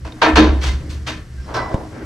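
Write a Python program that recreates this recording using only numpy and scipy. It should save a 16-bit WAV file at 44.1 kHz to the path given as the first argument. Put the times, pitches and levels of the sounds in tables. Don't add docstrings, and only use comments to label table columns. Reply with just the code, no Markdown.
import sys
import numpy as np
from scipy import signal
from scipy.fft import rfft, irfft
from scipy.io import wavfile

SR = 44100
rng = np.random.default_rng(int(sys.argv[2]) if len(sys.argv) > 2 else 0)


def transcribe(u):
    v = np.clip(np.atleast_2d(u).T, -1, 1)
    q = np.round(v * 32767).astype(np.int16)
    wavfile.write(sys.argv[1], SR, q)


N = 90404

# time in seconds, level in dB, frequency in Hz.
BOOM_TRACK = [(0.0, -41, 66.7), (0.04, -28.5, 69.3), (0.07, -29.5, 68.0), (0.14, -44.5, 65.9),
              (0.23, -51, 71.3), (0.29, -39, 74.9), (0.34, -16.5, 69.7), (0.38, -14.5, 67.7),
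              (0.42, -18, 66.4), (0.51, -13.5, 69.4), (0.63, -23.5, 67.3), (0.66, -13.5, 65.8),
              (0.75, -19, 68.1), (0.84, -33.5, 71.95), (0.89, -27.5, 73.2), (1.01, -24.5, 72.9),
              (1.05, -33.5, 72.1), (1.2, -34.5, 71.04), (1.27, -42.5, 72.9), (1.37, -29, 66.9),
              (1.41, -26.5, 66.5), (1.47, -42, 67.9), (1.52, -36, 68.4), (1.6, -36, 67.4),
              (1.63, -36.5, 67), (1.76, -44, 66.2), (1.79, -56, 67.8), (1.84, -32, 67.6), (1.92, -71.5, 66),
              (2.05, -31.5, 64.4)]
SHUDDER_DB, SHUDDER_LOW_HZ, SHUDDER_TOP_HZ = -7.5, 40, 67
BOOM_SIDE_DB = -23

# frequency in Hz, relative level per hertz in dB.
AIR_SPECTRUM = [(13, -35), (22, 0), (70, -1.5), (131, 1.5), (198, -11), (306, -12.5), (869, -30),
                (1050, -24), (1930, -23), (2830, -33.5), (5320, -30.5), (12100, -44), (15500, -84)]
# time in seconds, dB below AIR_SPLIT_HZ, dB above it.
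AIR_SWELL = [(0, 2.5, -2), (0.199, -2.5, 3), (0.799, 10, 3.5), (1.0, 3, 1.5), (1.15, 4, 3), (1.3, 0, -1),
             (1.45, 4.5, 3.5), (1.75, 3.5, 3), (1.899, 3, 3), (2.05, -3.5, 2.5)]
AIR_DB, AIR_PATCHY_DB, AIR_SPLIT_HZ = -35, 0.8, 450
HUM_HZ, HUM_DB, HUM_WAVER_DB = 121.3, -38, 2.3

JERK_TONE_HZ = [300, 900, 2200, 5000, 10000]
# start in seconds, shortest rise in seconds, hold in seconds,
# decay t60 at 1000 Hz in seconds, then the level in dB at each of JERK_TONE_HZ.
JERKS = [(.046, 0.0031, 0.02, 0.31, -46.5, -43, -48.5, -52, -62.5),
         (.119, 0.0031, 0.0021, 0.026, -45.5, -64, -47, -44.5, -94),
         (.155, 0.012, 0.054, 0.44, -53, -52.5, -56, -76, -79),
         (0.215, .004, 0.016, 0.27, -30.5, -16.5, -18.5, -24, -62.5),
         (.258, 0.0028, 0.038, 0.28, -29.5, -26.5, -25.5, -44, -54.5),
         (0.355, 0.0035, 0.02, 0.23, -34, -22.5, -18, -24.5, -48.5),
         (0.364, 0.00413, 0.014, 0.5, -16, -21.5, -22, -24.5, -71),
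         (0.604, 0.032, 0.043, 0.39, -39.5, -40.5, -33, -34, -50.5),
         (0.798, 0.021, .060, 0.59, -44, -59.5, -71, -74, -85),
         (.888, 0.015, 0.016, 0.35, -48.5, -54.5, -46, -44.5, -54),
         (1.063, 0.0086, 0.027, 0.32, -41.5, -39.5, -31.5, -36, -53),
         (1.458, 0.031, 0.022, 0.82, -42, -38.5, -53, -61, -80),
         (1.538, 0.00373, 0.029, 0.25, -44.5, -33.5, -39.5, -39, -57.5),
         (1.547, 0.00598, 0.043, 0.54, -41, -26, -40.5, -60, -70),
         (1.682, 0.033, 0.017, 0.44, -32, -31.5, -53, -53.5, -77),
         (1.900, 0.043, 0.082, 0.47, -36, -49, -47.5, -99, -79)]
DECAY_TILT = -0.12
LOW_FALL_DB, HIGH_FALL_DB = 17, 28
LOW_LATE_S = 0.019
GRITS_PER_S, GRIT_SPREAD_DB, GRIT_CLUMP_DB = 5000, 3, -1
# frequency in Hz, relative level in dB, decay t60 in seconds.
SKIN_MODES = [(233, 0, 0.29), (266, -2, 0.217), (310.7, 4, 0.35), (400.4, -21.5, 0.45), (456, -1, 0.12),
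              (659, -3, 0.17), (722, -7.5, 0.2), (930, -3, 0.11), (1019, -4, 0.13), (1118, -5.5, 0.13),
              (1316, -3, 0.21), (1582, -7.5, 0.11), (1787, -5, 0.3), (2233, -15, 0.14), (2490, -11.5, 0.2),
              (3193, -14.5, 0.18), (3715, -6, 0.18), (4283, -5, .04)]
SKIN_DB = -4
KNOCK_DB, KNOCK_RISE_S = 22.5, 0.0076

# start in seconds,
# hold in seconds, frequency in Hz, level in dB, decay t60 in seconds.
SQUEAK_LINES = [(1.57, .06, 1986, -34, .45), (1.541, .03, 3466, -43, .3), (1.541, .012, 4010, -40, .42),
                (1.541, .05, 4484, -44, .28), (1.541, .055, 4987, -43, .25), (1.541, .03, 5544, -41, .45),
                (1.375, .035, 1590, -50, .1), (1.462, .045, 4107, -56, .1), (1.40, .04, 5402, -58, .15),
                (1.548, .04, 1547, -30, .2), (.05, .015, 2600, -46, .08), (1.68, .04, 5100, -57, .3),
                (.688, .012, 2060, -32, .08), (.119, .003, 3700, -41, .04)]
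SQUEAK_RISE_S, SQUEAK_FLUTTER_DB, SQUEAK_FLUTTER_HZ = 0.004, 3, 55
SPINDLE_LEAN_DB = -2

TICK_S, TICK_DB, TICK_HZ, TICK_T60_S = 1.7428, -9, 700, 0.010
SNAP_DB, SNAP_T60_S, SNAP_TOP_HZ = -25, 0.004, 7000
THUMP_S, THUMP_LENGTH_S, THUMP_DB = 1.7446, 0.0037, -3.5
THUMP_SKEW, REBOUND_HZ = 0.65, 22

# frequency in Hz, left-right correlation from 0 to 1.
LIKENESS = [(60, 1), (130, 1), (290, 0.98), (640, 0.72), (1410, 0.67), (3100, 0.32), (6820, 0.99),
            (15000, 0.46)]
# frequency in Hz, left minus right in dB.
LEAN = [(60, 2.5), (240, 0.5), (950, 0), (3770, 1), (15000, 2.5)]
LEFT_LAG_S = 0.000014
GARAGE_T60_S, GARAGE_DB, WALL_CUT_HZ = 0.31, -25.5, 6300
CEILING, CUTOFF_HZ = 1.1, 15750


def from_db(db):
    return 10 ** (np.asarray(db) / 20)


def rms_one(x):
    return x / np.sqrt(np.mean(x ** 2) + 1e-20)


def at_hz(points, hz):
    table = np.array(points)
    return np.interp(np.log(hz), np.log(table[:, 0]), table[:, 1])


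def drift(rate_hz):
    step = 20
    r = np.exp(-2 * np.pi * rate_hz * step / SR)
    white = rng.standard_normal(N // step + 2002)
    slow = rms_one(signal.lfilter([1], [1, -2 * r, r * r], white)[2000:])
    return np.interp(np.arange(N) / step, np.arange(len(slow)), slow)


def swell(start, rise, hold, t60):
    out, first = np.zeros(N), int(start * SR)
    length = min(N - first, int((rise + hold + 1.5 * t60) * SR))
    t = np.arange(length) / SR
    attack = np.minimum(t / max(rise, 1e-4), 1)
    decay = from_db(-60 * np.maximum(t - rise - hold, 0) / t60)
    out[first:first + length] = attack * decay
    return out


def pair(mid, side, hz):
    alike, half_lean = np.clip(at_hz(LIKENESS, hz), 0, 1), at_hz(LEAN, hz) / 2
    shared = np.sqrt((1 + alike) / 2) * mid
    opposed = np.sqrt((1 - alike) / 2) * side * [[1], [-1]]
    return (shared + opposed) * from_db([[half_lean], [-half_lean]])


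def bands(sources, low_hz):
    edges = low_hz * 2 ** np.arange(0, np.log2(17000 / low_hz), 0.5)
    for k, (low, high) in enumerate(zip(edges, edges[1:])):
        sos = signal.butter(3, [low, high], "band", fs=SR, output="sos")
        mid, side = signal.sosfilt(sos, sources[k % 2])
        hz = np.sqrt(low * high)
        yield hz, pair(rms_one(mid), rms_one(side), hz)


def boom():
    s, level_db, hz = np.transpose(BOOM_TRACK)
    t = np.arange(N) / SR
    phase = 2 * np.pi * np.cumsum(np.interp(t, s, hz)) / SR
    tone = np.sqrt(2) * np.sin(phase)
    sos = signal.butter(2, [SHUDDER_LOW_HZ, SHUDDER_TOP_HZ], "band", fs=SR, output="sos")
    settled = signal.sosfilt(sos, rng.standard_normal(N + SR))[SR:]
    rumble = from_db(SHUDDER_DB) * rms_one(settled)
    return from_db(np.interp(t, s, level_db)) * (tone + rumble)


def air():
    white, t = rng.standard_normal((2, 2, N)), np.arange(N) / SR
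    s, low_db, high_db = np.transpose(AIR_SWELL)
    noise = np.zeros((2, N))
    for hz, band in bands(white, low_hz=23.54):
        swell_db = np.interp(t, s, low_db if hz < AIR_SPLIT_HZ else high_db)
        level_db = at_hz(AIR_SPECTRUM, hz) + AIR_PATCHY_DB * drift(7.4) + swell_db
        noise += from_db(level_db) * np.sqrt(hz) * band
    hum = from_db(HUM_DB + HUM_WAVER_DB * drift(8.8)) * np.sin(2 * np.pi * HUM_HZ * t)
    return from_db(AIR_DB) * rms_one(noise) + hum


def low_rise(rise, hz):
    return rise + LOW_LATE_S * (300 / hz) ** 2


def effort(hz):
    power = np.zeros(N)
    octaves_below = min(np.log2(hz / JERK_TONE_HZ[0]), 0)
    octaves_above = max(np.log2(hz / JERK_TONE_HZ[-1]), 0)
    outside_db = LOW_FALL_DB * octaves_below - HIGH_FALL_DB * octaves_above
    for s, rise, hold, t60, *levels in JERKS:
        level_db = np.interp(np.log(hz), np.log(JERK_TONE_HZ), levels) + outside_db
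        envelope = swell(s, low_rise(rise, hz), hold, t60 * (hz / 1000) ** DECAY_TILT)
        power += (from_db(level_db) * envelope) ** 2
    return np.sqrt(power)


def rust_grit():
    shape = (2, 2, N)
    sizes = from_db(GRIT_SPREAD_DB * np.minimum(rng.exponential(1, shape), 4))
    signs = rng.choice([-1, 1], shape)
    slips = rng.random(shape) < GRITS_PER_S / SR
    return sizes * signs * slips * from_db(GRIT_CLUMP_DB * drift(47.4)) + 1e-18


def door():
    grit = rust_grit()
    out = sum(effort(hz) * band for hz, band in bands(grit, low_hz=99.5))
    s, rise = np.transpose(JERKS)[:2]
    for k, (hz, level_db, t60) in enumerate(SKIN_MODES):
        knocks, full = np.zeros((2, N)), s + low_rise(rise, hz)
        strike = np.minimum(full * SR, N - 1).astype(int)
        knocks[0, strike] = from_db(KNOCK_DB) * np.exp(-rise / KNOCK_RISE_S)
        knocks *= (-1) ** k * np.sqrt(SR / hz)
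        r, w = from_db(-60 / (t60 * SR)), 2 * np.pi * hz / SR
        push = (grit[k % 2] / grit.std() + knocks) * effort(hz) * 2 * np.sqrt(1 - r)
        mid, side = signal.lfilter([0, np.sin(w)], [1, -2 * r * np.cos(w), r * r], push)
        out = out + from_db(SKIN_DB + level_db) * pair(mid, side, hz)
    return out


def spindle():
    t, out = np.arange(N) / SR, np.zeros(N)
    for s, hold, hz, level_db, t60 in SQUEAK_LINES:
        flutter = from_db(level_db + SQUEAK_FLUTTER_DB * drift(SQUEAK_FLUTTER_HZ))
        line = np.sin(2 * np.pi * (hz * t + rng.random()))
        out += flutter * swell(s, SQUEAK_RISE_S, hold, t60) * line
    return out * from_db([[SPINDLE_LEAN_DB / 2], [-SPINDLE_LEAN_DB / 2]])


def thump():
    t = np.arange(N) / SR
    since_tick = np.clip(t - TICK_S, 0, 0.1)
    tick = from_db(TICK_DB - 60 * since_tick / TICK_T60_S) * np.sin(2 * np.pi * TICK_HZ * since_tick)
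    snap = from_db(SNAP_DB - 60 * since_tick / SNAP_T60_S) * (since_tick > 0) * rng.standard_normal(N)
    snap = signal.lfilter(*signal.butter(3, SNAP_TOP_HZ, fs=SR), snap)
    progress = np.clip((t - THUMP_S) / THUMP_LENGTH_S, 0, 1)
    push = -from_db(THUMP_DB) * np.sin(np.pi * progress ** THUMP_SKEW)
    push = signal.lfilter(*signal.butter(1, REBOUND_HZ, "high", fs=SR), push)
    return push + snap - tick


def garage(x):
    out, dull = np.zeros((2, N)), np.exp(-2 * np.pi * WALL_CUT_HZ / SR)
    lags = (rng.uniform(0.02, 0.054, 16) * SR).astype(int)
    for k, lag in enumerate(lags):
        loop, state = x.copy(), [0.]
        gain = from_db(-60 * lag / SR / GARAGE_T60_S)
        for i in range(lag, N, lag):
            last_round = loop[i - lag:i]
            back, state = signal.lfilter([gain * (1 - dull)], [1, -dull], last_round, zi=state)
            loop[i:i + lag] += back[:N - i]
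        out[k % 2] += (loop - x) * (-1) ** (k // 2)
    return out


def scene():
    low, background = boom(), air()
    near = door() + spindle() + thump()
    reverberation = from_db(GARAGE_DB) * garage(near.mean(axis=0))
    across = from_db(BOOM_SIDE_DB) * np.roll(low, SR // 100) * [[1], [-1]]
    left, right = near + reverberation + low + across + background
    bin_hz = np.arange(N // 2 + 1) * SR / N
    lag = np.exp(-2j * np.pi * bin_hz * LEFT_LAG_S)
    return np.array([irfft(rfft(left) * lag, N), right])


def record(dry):
    rounded = dry / (1 + np.abs(dry / CEILING) ** 4) ** 0.25
    sos = signal.cheby2(12, 70, CUTOFF_HZ, fs=SR, output="sos")
    return np.clip(signal.sosfilt(sos, rounded), -1, 1)


dry = scene()
out = record(dry)
transcribe(out)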